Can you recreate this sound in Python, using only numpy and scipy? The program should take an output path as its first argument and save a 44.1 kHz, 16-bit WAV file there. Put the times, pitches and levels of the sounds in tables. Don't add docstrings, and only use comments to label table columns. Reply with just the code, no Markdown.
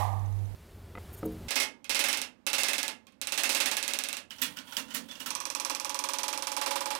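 import sys
import numpy as np
from scipy import signal
from scipy.fft import rfft, irfft
from scipy.io import wavfile

SR = 44100
rng = np.random.default_rng(int(sys.argv[2]) if len(sys.argv) > 2 else 0)


def generate_wav(sig):
    pcm = np.round(np.clip(np.atleast_2d(sig).T, -1, 1) * 32767).astype(np.int16)
    wavfile.write(sys.argv[1], SR, pcm)


def amplitude_ratio(level_db):
    exponent = np.asarray(level_db, float) / 20
    return 10 ** exponent


N = 308259
T = np.arange(N) / SR
SIZE = 2 ** 15

BENCH_S, BENCH_SECOND_S, CHISEL_S, PUSH_S, GOUGE_S = .5485, .985, 1.4835, 4.3, 5.29
TOOL_STARTS_S = (CHISEL_S, PUSH_S, GOUGE_S)
RIGHT_GAIN = 2

# frequency in Hz, level in dB.
ROAR = [(180, -47), (300, -24.5), (481, -23), (794, -0.5), (908, -6.5), (1190, -7.5), (1390, -35),
        (1930, -23), (3000, -47), (3900, -40), (6600, -120)]
# frequency in Hz, level in dB.
HISS = [(1060, -9), (1800, -9), (2440, -12), (5080, -17), (6120, -18), (12200, -16.5), (15800, -24),
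        (16500, -37)]
# frequency in Hz, level in dB.
RUMBLE = [(20, -4), (30, -4), (60, -11.5), (150, -17), (500, -26), (1000, -28)]
HUM_HZ, HUM_DB, HUM_OVERTONE_DB = 99, -34, -27
HUM_FADES_S, HUM_FADE_LENGTH_S, HUM_FADE_DB = 0.443, .055, -8
ROAR_DB, ROAR_T60_S, RUMBLE_DB = -31, 0.71, -49.5
BLAST_HISS_DB, BLAST_HISS_T60_S, STEADY_HISS_DB = -44.5, 0.34, -63.5
TICK_FIRST_S, TICK_GAP_S, TICK_DB, TICK_SPREAD_DB = .063, .0655, -53.5, 1.5
IDLE_DB = -77.5

# frequency in Hz, level in dB.
BENCH_LOW = [(12, -45), (20, -17), (91, 2), (124, -11), (229, -12.5), (275, -18), (312, -16), (387, -14),
             (555, -21.5), (619, -21.5), (1500, -32), (1950, -51), (3300, -120)]
# frequency in Hz, level in dB.
BENCH_HISS = [(350, -26), (600, -15), (1180, -18), (1360, -13.5), (4610, -20), (6080, -23.5),
              (15200, -23.5), (16500, -37)]
# start in seconds, peak in dB, dull above in Hz, thin below in Hz, factor on t60.
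KNOCKS = [(0.9528, -32, 3500, 900, 0.8), (0.964, -38, 1500, 450, 0.16), (0.9742, -32.5, 2800, 800, 0.48),
          (0.9797, -33, 1490, 500, 0.61), (1.05, -54, 1800, 900, .3), (1.12, -41, 1200, 600, 0.097),
          (1.23, -25.5, 1100, 250, 0.96), (1.252, -25, 480, 270, 2.9), (1.267, -39.5, 600, 250, 1.7)]
# frequency in Hz, level in dB, t60 in seconds before the knock's factor.
BLOCK = [(178.6, -3, 0.5), (229, -1, 0.53), (314.5, 10.5, 0.123), (437, 9.5, 0.086), (518, 4.5, 0.1),
         (700, 0.5, 0.1), (920, 2.5, 0.043), (1245, 10, 0.023), (2020, 5, 0.05), (2410, 1, 0.025),
         (3630, -6, .02)]
# start in seconds, length in seconds, level in dB, gain below 10 kHz in dB.
RUSTLES = [(1.123, 0.036, -51.5, -3), (1.163, 0.042, -55, 3), (1.253, 0.013, -46.5, -4),
           (1.312, .03, -60, -6)]
# frequency in Hz, width in Hz, level in dB.
RUSTLE_BANDS = [(6800, 790, -2.5), (8700, 810, 0), (10700, 660, -1), (13000, 990, 4), (14900, 1400, -3)]
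BENCH_LOW_DB, BENCH_SWELL_DB_PER_S = -52.5, 9.5
BENCH_HISS_DB = (-62.5, -58.5)

# frequency in Hz, level in dB.
QUIET = [(76, -31), (130, -17.5), (219, 2.5), (435, -17), (522, -8), (678, -17.5), (1640, -23), (3200, -28),
         (3390, -30), (16000, -47)]
QUIET_DB, UNDERTONE_DB, UNDERTONE_WAVER_DB = -67, -74, 2

# time in seconds, level in dB.
DRAG = [(4.3, -60.5), (4.5, -53), (4.62, -70), (4.73, -49.5), (4.834, -59), (5.016, -65.5), (5.255, -58.5)]
# frequency in Hz, level in dB.
DRAG_COLOUR = [(900, 16.5), (1500, -10), (3200, 12), (6000, -5), (9000, 3), (13500, -0.5), (15800, 1)]
DRAG_PER_S = 6200

# start in seconds, level of the wood's answer in dB.
TAPS = [(1.48, -29.5), (1.5064, -21), (1.556, -16), (1.5998, -16), (1.8433, -41.5), (1.8939, -17.5),
        (1.946, -17.5), (1.9912, -15.5), (2.0393, -17.5), (2.0844, -18), (2.1282, -20), (2.172, -24.5),
        (2.2154, -26.5), (2.4653, -18.5), (2.5307, -17), (2.582, -16.5), (2.6331, -18), (2.6835, -18),
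        (2.7322, -20), (2.781, -21), (2.8296, -23.5), (2.8794, -26), (3.068, -51.5), (3.1214, -62.5),
        (3.214, -26), (3.271, -25.5), (3.3213, -20.5), (3.376, -16.5), (3.434, -15.5), (3.492, -15),
        (3.5475, -15.5), (3.6013, -15), (3.6578, -17), (3.7131, -19), (3.7677, -20), (3.827, -22.5),
        (3.8783, -21.5), (3.9348, -22.5), (3.9877, -23.5), (4.0369, -25), (4.0861, -27.5), (4.128, -27),
        (4.168, -30), (5.3043, -25.5), (5.3504, -25), (5.4017, -27), (5.453, -26), (5.5007, -26),
        (5.5492, -24), (5.5982, -23.5), (5.6483, -22.5), (5.6972, -21.5), (5.7485, -25.5), (5.7981, -26),
        (5.8463, -24), (5.8937, -23.5), (5.9441, -23.5), (5.9895, -23), (6.0384, -22), (6.0874, -21.5),
        (6.134, -21.5), (6.1849, -22), (6.2319, -21), (6.2803, -20.5), (6.3277, -23), (6.375, -25.5),
        (6.4224, -24.5), (6.4698, -22.5), (6.517, -23.5), (6.565, -20.5), (6.6128, -20), (6.6605, -19.5),
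        (6.7073, -20), (6.756, -20), (6.8063, -23), (6.857, -24), (6.9038, -22), (6.9503, -25.5)]
# start in
# seconds, level in dB, crack in dB, lead-in scrape in seconds, creak in Hz.
PUSHES = [(4.3058, -36.5, -31.5, 0.0024, 2980), (4.383, -40.5, -40, .0026, 3060),
          (4.418, -18, -40, .006, 2400), (4.57, -31.5, -31, .012, 1450), (4.587, -38, -30, .0054, 4500),
          (4.677, -41, -53.5, 0.0098, 3220), (4.7223, -36, -35, 0.003, 1400),
          (4.767, -23.5, -19, 0.0012, 2750), (4.881, -46.5, -48.5, 0.0027, 1450),
          (4.9057, -34, -44, .01, 3030), (4.9469, -20, -27, .013, 2920), (5.086, -39.5, -48, .005, 3480),
          (5.1115, -34.5, -37, .008, 3340), (5.153, -40.5, -37.5, 0.0029, 2780),
          (5.2022, -28, -34.5, .01, 2900), (5.2594, -25.5, -31, .0012, 1320)]
# frequency in Hz, t60 in seconds, build-up in seconds, both before LINGER.
ROOM = [(200, 0.61, 0.017), (520, 0.26, 0.0017), (1400, 0.22, 0.003), (3600, 0.17, 0.0068),
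        (9000, 0.15, 0.0014), (16400, 0.096, 0.00067)]

LINGER = [(1.207, 1.22), (1.32, 0.56), (1.065, 1.14)]
# frequency in Hz, level in dB.
WORK = [
    [(71, -8), (120, -37), (257, -9.5), (388, -14), (563, -13.5), (766, -9.5), (849, -10), (1160, -9),
     (2640, -6), (3170, -2), (9860, -7), (15200, -15), (16500, -16)],
    [(71, -72), (120, -17), (257, -3), (297, -10.5), (373, -20), (551, -7.5), (751, -18), (961, -12.5),
     (1820, -6), (2810, -5), (10100, -9.5), (13700, -9), (16500, -8)],
    [(71, -36), (120, -30), (160, -60), (263, -5), (449, -19), (551, -2.5), (650, -13), (849, -6.5),
     (1900, -9.5), (5890, -4.5), (6530, -7), (14900, -13), (16500, -35)],
]
# frequency in Hz, width in Hz, height in dB, dB a second as the cut deepens.
WORK_RINGS = [
    [(251, 9.9, 5.5, -2), (568, 57, 6.5, 0), (861, 43, 11.5, -1.9), (1674, 29, 6.5, 1),
     (2115, 167, 11, -2.3), (2544, 49, 9, -1), (2710, 163, 8, 0.5), (3013, 24, 9.5, -3.7),
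     (5050, 59, 7.5, -3.5), (5560, 210, 5.5, -2)],
    [(262, 21, 9, -9), (915, 320, 6, -0.5), (1405, 90, 4.5, -2.5), (2830, 44, 8, -3), (3340, 130, 5.5, -1),
     (4500, 54, -4.5, 8), (5830, 550, 4, -2)],
    [(574, 19, 0.5, 4), (851.5, 23, 7.5, 3), (2520, 57, 8.5, -7), (989, 6.7, 13, -1), (1100, 154, 9.5, -4),
     (2698, 61, 9.5, -2.5), (3360, 73, 9, -4.5), (5900, 460, 8, -9)],
]
# frequency in Hz, level in dB, t60 in seconds.
STEEL = [
    [(3815, 7.5, 0.01), (5900, 11.5, 0.0042), (8210, -0.5, 0.02), (9650, 7.5, 0.0097),
     (11600, -2.5, 0.0098), (14540, 2, 0.0084), (2460, 8, 0.0066), (14900, 1, 0.0059)],
    [(3056, 3.5, 0.014), (4880, -9, 0.024), (5700, 0.5, 0.012), (8500, -10, 0.0085), (13100, -1, .003)],
    [(2437, -4.5, 0.017), (4220, -3, 0.016), (5290, 5, 0.0053), (5840, 9, 0.0064), (8010, -1, 0.015),
     (9070, -2, 0.014), (10920, -5.5, 0.012), (13100, -14, .005)],
]
# frequency in Hz, level in dB, t60 in seconds.
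BODY = [
    [(266, -6, 0.18), (559.5, 1.5, 0.11), (835, 1, 0.056), (1670, 4, 0.037)],
    [(256, 0, 0.15), (958, -8, 0.027), (1450, -8, .03)],
    [(552, -2, 0.062), (848.4, -1.5, 0.24), (968, 2, 0.069), (1103, -14, 0.029)],
]
# dB at full force, dB for each dB of lost force, dB a second.
MIDDLE = [(3.94, 0.12, -.4), (0.81, 0.1, -3.8), (1.4, .05, 2.5)]
# dB at full force, dB for each dB of lost force, dB a second.
BASS = [(3, 0.11, -0.6), (-3.5, 0.26, 2), (0.27, .05, 2.5)]
# level in dB, dB a second as the cut deepens.
TAP_CRACK = [(-20, 0.5), (-18.5, -3)]
# frequency in Hz, level in dB, t60 in seconds.
LOOSE = [(1090, -3, .12), (2500, -2, .08), (3250, 0, .13), (4390, 0, .07), (6600, -9, .06)]
LOOSE_DB, TOUCH_BELOW_DB = 0, -36
TAP_LEAD_S = .0008
TOUCH_CRACK_DB, CRACK_SPREAD_DB = 5, 1.1
FULL_DB, TONE_SPREAD_DB = -15.5, 0.88
SAG = (0.00082, 0.00089, 0.013)
BRIGHTEN = (0.043, 0.41, 0.055)
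UNEVEN = (.25, .4, .15)
TAIL_DB = (17.5, 20, 16)
BODY_DB, BODY_DB_PER_S = (-21.5, -27, -21), (.1, 1, 4)
SNAP_HZ, SNAP_T60_S, SNAP_DB = (6760, 13550, 8130), (0.00089, 0.0054, .0012), (-3.5, 3, -14)
TEAR_S, TEAR_DB, TEAR_FALLS = .03, (-4.5, -5.5, -11), 0.93
CREAK_DB, CREAK_DB_PER_DB, CREAK_WIDTH_HZ = 5, .4, 100


def evened(x):
    return x / np.sqrt(np.mean(x ** 2) + 1e-20)


def read(points, hz, axis=1):
    rows = np.transpose(points)
    return np.interp(np.log(hz + 1), np.log(rows[0] + 1), rows[axis])


def add(mix, s, sound):
    part = mix[round(s * SR):][:len(sound)]
    part += sound[:len(part)]


def noise(points, count):
    hz = np.fft.rfftfreq(count, 1 / SR)
    inside = (hz > points[0][0]) & (hz < points[-1][0])
    spectrum = rfft(rng.standard_normal(count))
    return evened(irfft(spectrum * amplitude_ratio(read(points, hz)) * inside, count))


def causal(db):
    cep = irfft(db * np.log(10) / 20)
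    fold = np.r_[1, 2 * np.ones(len(cep) // 2 - 1), 1, np.zeros(len(cep) // 2 - 1)]
    return np.exp(rfft(cep * fold))


def ring(modes, detune, stretch=1, count=SR // 2, rise=0.00023):
    t = np.arange(count) / SR
    x = np.zeros(count)
    for (hz, db, t60), factor in zip(modes, detune):
        x += amplitude_ratio(db - 60 * t / (t60 * stretch)) * np.sin(2 * np.pi * hz * factor * t)
    x = x * (1 - np.exp(-t / rise))
    return x / abs(x).max()


def peak(hz, centre, width):
    return 1 / (1 + (2 * (hz - centre) / width) ** 2)


def tails(decay, build, count=4):
    length = SIZE // 2 + 4096
    t = np.arange(length) / SR
    uneven = np.minimum(rng.exponential(1, (count, length)), 4)
    taps = rng.standard_normal((count, length)) * amplitude_ratio(3.5 * np.exp(-t / .03) * uneven)
    hz, at, z = signal.stft(taps * amplitude_ratio(-5 * np.exp(-t / 0.011)), SR, nperseg=128)
    rise = 1 - np.exp(-(at + 0.0055) / (build * read(ROOM, hz, axis=2))[:, None])
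    fall = amplitude_ratio(-60 * at / (decay * read(ROOM, hz))[:, None])
    x = signal.istft(z * rise * fall, SR, nperseg=128)[1][:, :length]
    return rfft(x / np.linalg.norm(x, axis=1)[:, None], SIZE)


def idle_input():
    return amplitude_ratio(IDLE_DB) * noise([(20, 21), (200, 5), (1000, 0), (16000, -2)], N) * (T < BENCH_S)


def room_tone():
    waver = UNDERTONE_WAVER_DB * noise([(.5, -12), (4, 5)], N)
    low = amplitude_ratio(UNDERTONE_DB + waver) * noise([(35, -6.0), (60, -12), (100, -3.5), (140, -13)], N)
    return (low + amplitude_ratio(QUIET_DB) * noise(QUIET, N)) * (T >= CHISEL_S)


def compressor():
    hum_db = HUM_DB + HUM_FADE_DB * np.clip((T - HUM_FADES_S) / HUM_FADE_LENGTH_S, 0, 1)
    overtone = amplitude_ratio(HUM_OVERTONE_DB) * np.sin(2 * np.pi * 2 * HUM_HZ * T)
    out = np.sqrt(2) * amplitude_ratio(hum_db) * (np.sin(2 * np.pi * HUM_HZ * T) + overtone)
    out += amplitude_ratio(ROAR_DB - 60 * T / ROAR_T60_S) * noise(ROAR, N)
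    hiss_level = amplitude_ratio(BLAST_HISS_DB - 60 * T / BLAST_HISS_T60_S) + amplitude_ratio(STEADY_HISS_DB)
    out += hiss_level * noise(HISS, N) + amplitude_ratio(RUMBLE_DB) * noise(RUMBLE, N)
    tick = ring([(6170, 0, 0.022), (3760, -2, .012)], (1, 1), count=2048)
    for i, k in enumerate(rng.standard_normal(7)):
        add(out, TICK_FIRST_S + i * TICK_GAP_S, amplitude_ratio(TICK_DB + TICK_SPREAD_DB * k) * tick)
    return out * (T < BENCH_S)


def bench_air():
    low_db = BENCH_LOW_DB + BENCH_SWELL_DB_PER_S * np.clip(T - BENCH_S, 0, 1)
    hiss_db = np.where(T < BENCH_SECOND_S, *BENCH_HISS_DB)
    return amplitude_ratio(low_db) * noise(BENCH_LOW, N) + amplitude_ratio(hiss_db) * noise(BENCH_HISS, N)


def rustles():
    out = np.zeros(N)
    for s, length, db, low_db in RUSTLES:
        count = round(length * SR)
        hz = np.fft.rfftfreq(count, 1 / SR)
        gain = np.zeros(len(hz))
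        for f, width, g in RUSTLE_BANDS:
            gain += amplitude_ratio(g + low_db * (f < 10000)) / (1 + (2 * (hz - f) / width) ** 4)
        rub = evened(irfft(rfft(rng.standard_normal(count)) * gain, count))
        add(out, s, amplitude_ratio(db) * rub * signal.windows.tukey(count, .6))
    return out


def knocks():
    out = np.zeros(N)
    for s, db, dull_hz, thin_hz, stretch in KNOCKS:
        modes = []
        for f, g, t60 in BLOCK:
            loss_db = 10 * np.log10((1 + (f / dull_hz) ** 6) * (1 + (thin_hz / f) ** 4))
            modes.append((f, g + 2 * rng.standard_normal() - loss_db, t60))
        sound = amplitude_ratio(db) * ring(modes, np.ones(len(BLOCK)), stretch, rise=.6 / dull_hz)
        if s < BENCH_SECOND_S:
            sound = sound[:round((BENCH_SECOND_S - s) * SR)]
        add(out, s, sound)
    return out


def bench():
    return (bench_air() + rustles() + knocks()) * (T >= BENCH_S) * (T < CHISEL_S)


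def drag():
    size = amplitude_ratio(3.5 * np.minimum(rng.exponential(1, N), 3))
    snaps = (rng.random(N) < DRAG_PER_S / SR) * rng.standard_normal(N) * size
    hz = np.fft.rfftfreq(2048, 1 / SR)
    grain = irfft(causal(read([(300, -44)] + list(DRAG_COLOUR), hz)))
    level = amplitude_ratio(np.interp(T, *np.transpose(DRAG))) * (T > PUSH_S) * (T < GOUGE_S)
    return level * evened(signal.oaconvolve(snaps, grain)[:N])


def blows():
    rows = []
    for s, db in TAPS:
        gouge = int(s > GOUGE_S)
        crack_db, grows = TAP_CRACK[gouge]
        crack_db += grows * (s - (GOUGE_S if gouge else CHISEL_S)) + CRACK_SPREAD_DB * rng.standard_normal()
        rows.append((s, db, min(crack_db, db + TOUCH_CRACK_DB), TAP_LEAD_S, 0))
    return rows + list(PUSHES)


def balance(row, lost_db, elapsed, k):
    db, soft, grows = row
    return db + soft * lost_db + grows * elapsed + TONE_SPREAD_DB * k


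def tearing(tool, lost_db):
    tear = np.zeros(SIZE)
    places = (rng.uniform(.2, 1, 8) * TEAR_S * SR).astype(int)
    level = amplitude_ratio(TEAR_DB[tool] - TEAR_FALLS * lost_db)
    tear[np.r_[0, places]] = np.r_[1, level * rng.standard_normal(8) / np.sqrt(8)]
    return tear / np.linalg.norm(tear)


def carving():
    out, hz, t = np.zeros(N), np.fft.rfftfreq(SIZE, 1 / SR), np.arange(SIZE) / SR
    rooms = [tails(*factors) for factors in LINGER]
    treble_hz = np.geomspace(4500, 12000, 20)
    colours = [read(points, hz) - read(points, treble_hz).mean() for points in WORK]
    for s, treble_db, crack_db, lead_s, creak_hz in blows():
        tool = int(np.searchsorted(TOOL_STARTS_S[1:], s))
        elapsed = s - TOOL_STARTS_S[tool]
        lost_db = FULL_DB - treble_db
        echo_k, pitch_k, height_k, work_k, tone_k = np.split(rng.standard_normal(32), [4, 12, 20, 30])
        middle_db = balance(MIDDLE[tool], lost_db, elapsed, tone_k[0])
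        bass_db = balance(BASS[tool], lost_db, elapsed, tone_k[1])

        colour = colours[tool].copy()
        for (f, width, db, grows), k in zip(WORK_RINGS[tool], work_k):
            height = (db + grows * elapsed) * (1 + UNEVEN[tool] * k)
            colour += height * peak(hz, f * (1 + UNEVEN[tool] ** 2 * k / 10), width)
        top_db = BRIGHTEN[tool] * (treble_db + 19)
        colour += read([(700, bass_db), (2500, middle_db), (6500, 0.014), (14000, top_db)], hz)
        if creak_hz:
            colour += (CREAK_DB + CREAK_DB_PER_DB * lost_db) * peak(hz, creak_hz, CREAK_WIDTH_HZ)

        blend = echo_k + [1.76, 0, 0.93, 0.11]
        echoes = blend / np.linalg.norm(blend) @ rooms[tool]
        wet = irfft(rfft(tearing(tool, lost_db)) * causal(colour) * echoes)
        swell = 1 - np.exp(-(t / lead_s) ** 2)
        add(out, s + .0013 - lead_s, amplitude_ratio(treble_db + TAIL_DB[tool]) * wet * swell)

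        steel = [(f, db + 1.5 * k, t60) for (f, db, t60), k in zip(STEEL[tool], height_k)]
        pitch = 1 - SAG[tool] * elapsed + 0.011 * pitch_k
        add(out, s + 0.00069, amplitude_ratio(crack_db) * ring(steel, pitch, count=2048, rise=0.00028))

        snap_db = treble_db - lost_db if creak_hz else crack_db
        snap_mode = [(SNAP_HZ[tool], 0, SNAP_T60_S[tool])]
        snap = ring(snap_mode, 1 + 0.068 * pitch_k, count=256, rise=0.00006)
        add(out, s + 0.000902, amplitude_ratio(snap_db + SNAP_DB[tool]) * snap)

        if tool == 0 and treble_db < TOUCH_BELOW_DB:
            loose = [(f, db + 4 * k, t60) for (f, db, t60), k in zip(LOOSE, height_k)]
            free = ring(loose, 1 + 0.00964 * pitch_k, count=8192, rise=0.0007)
            add(out, s, amplitude_ratio(treble_db + LOOSE_DB) * free)

        body_db = treble_db + bass_db + BODY_DB[tool] + BODY_DB_PER_S[tool] * elapsed
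        body = ring(BODY[tool], 1 + 0.0029 * pitch_k, count=8192, rise=0.002)
        add(out, s + 0.00093, amplitude_ratio(body_db) * body)
    out = signal.sosfilt(signal.butter(4, 150, "high", fs=SR, output="sos"), out)
    return out * (T >= CHISEL_S)


def scene():
    both = bench()
    right = RIGHT_GAIN * (room_tone() + compressor() + drag() + carving())
    return np.array([both + idle_input(), both + right])


def band_limit(x):
    return signal.sosfilt(signal.butter(12, 15950, fs=SR, output="sos"), x)


def record(dry):
    return band_limit(dry)


dry = scene()
out = record(dry)
generate_wav(out)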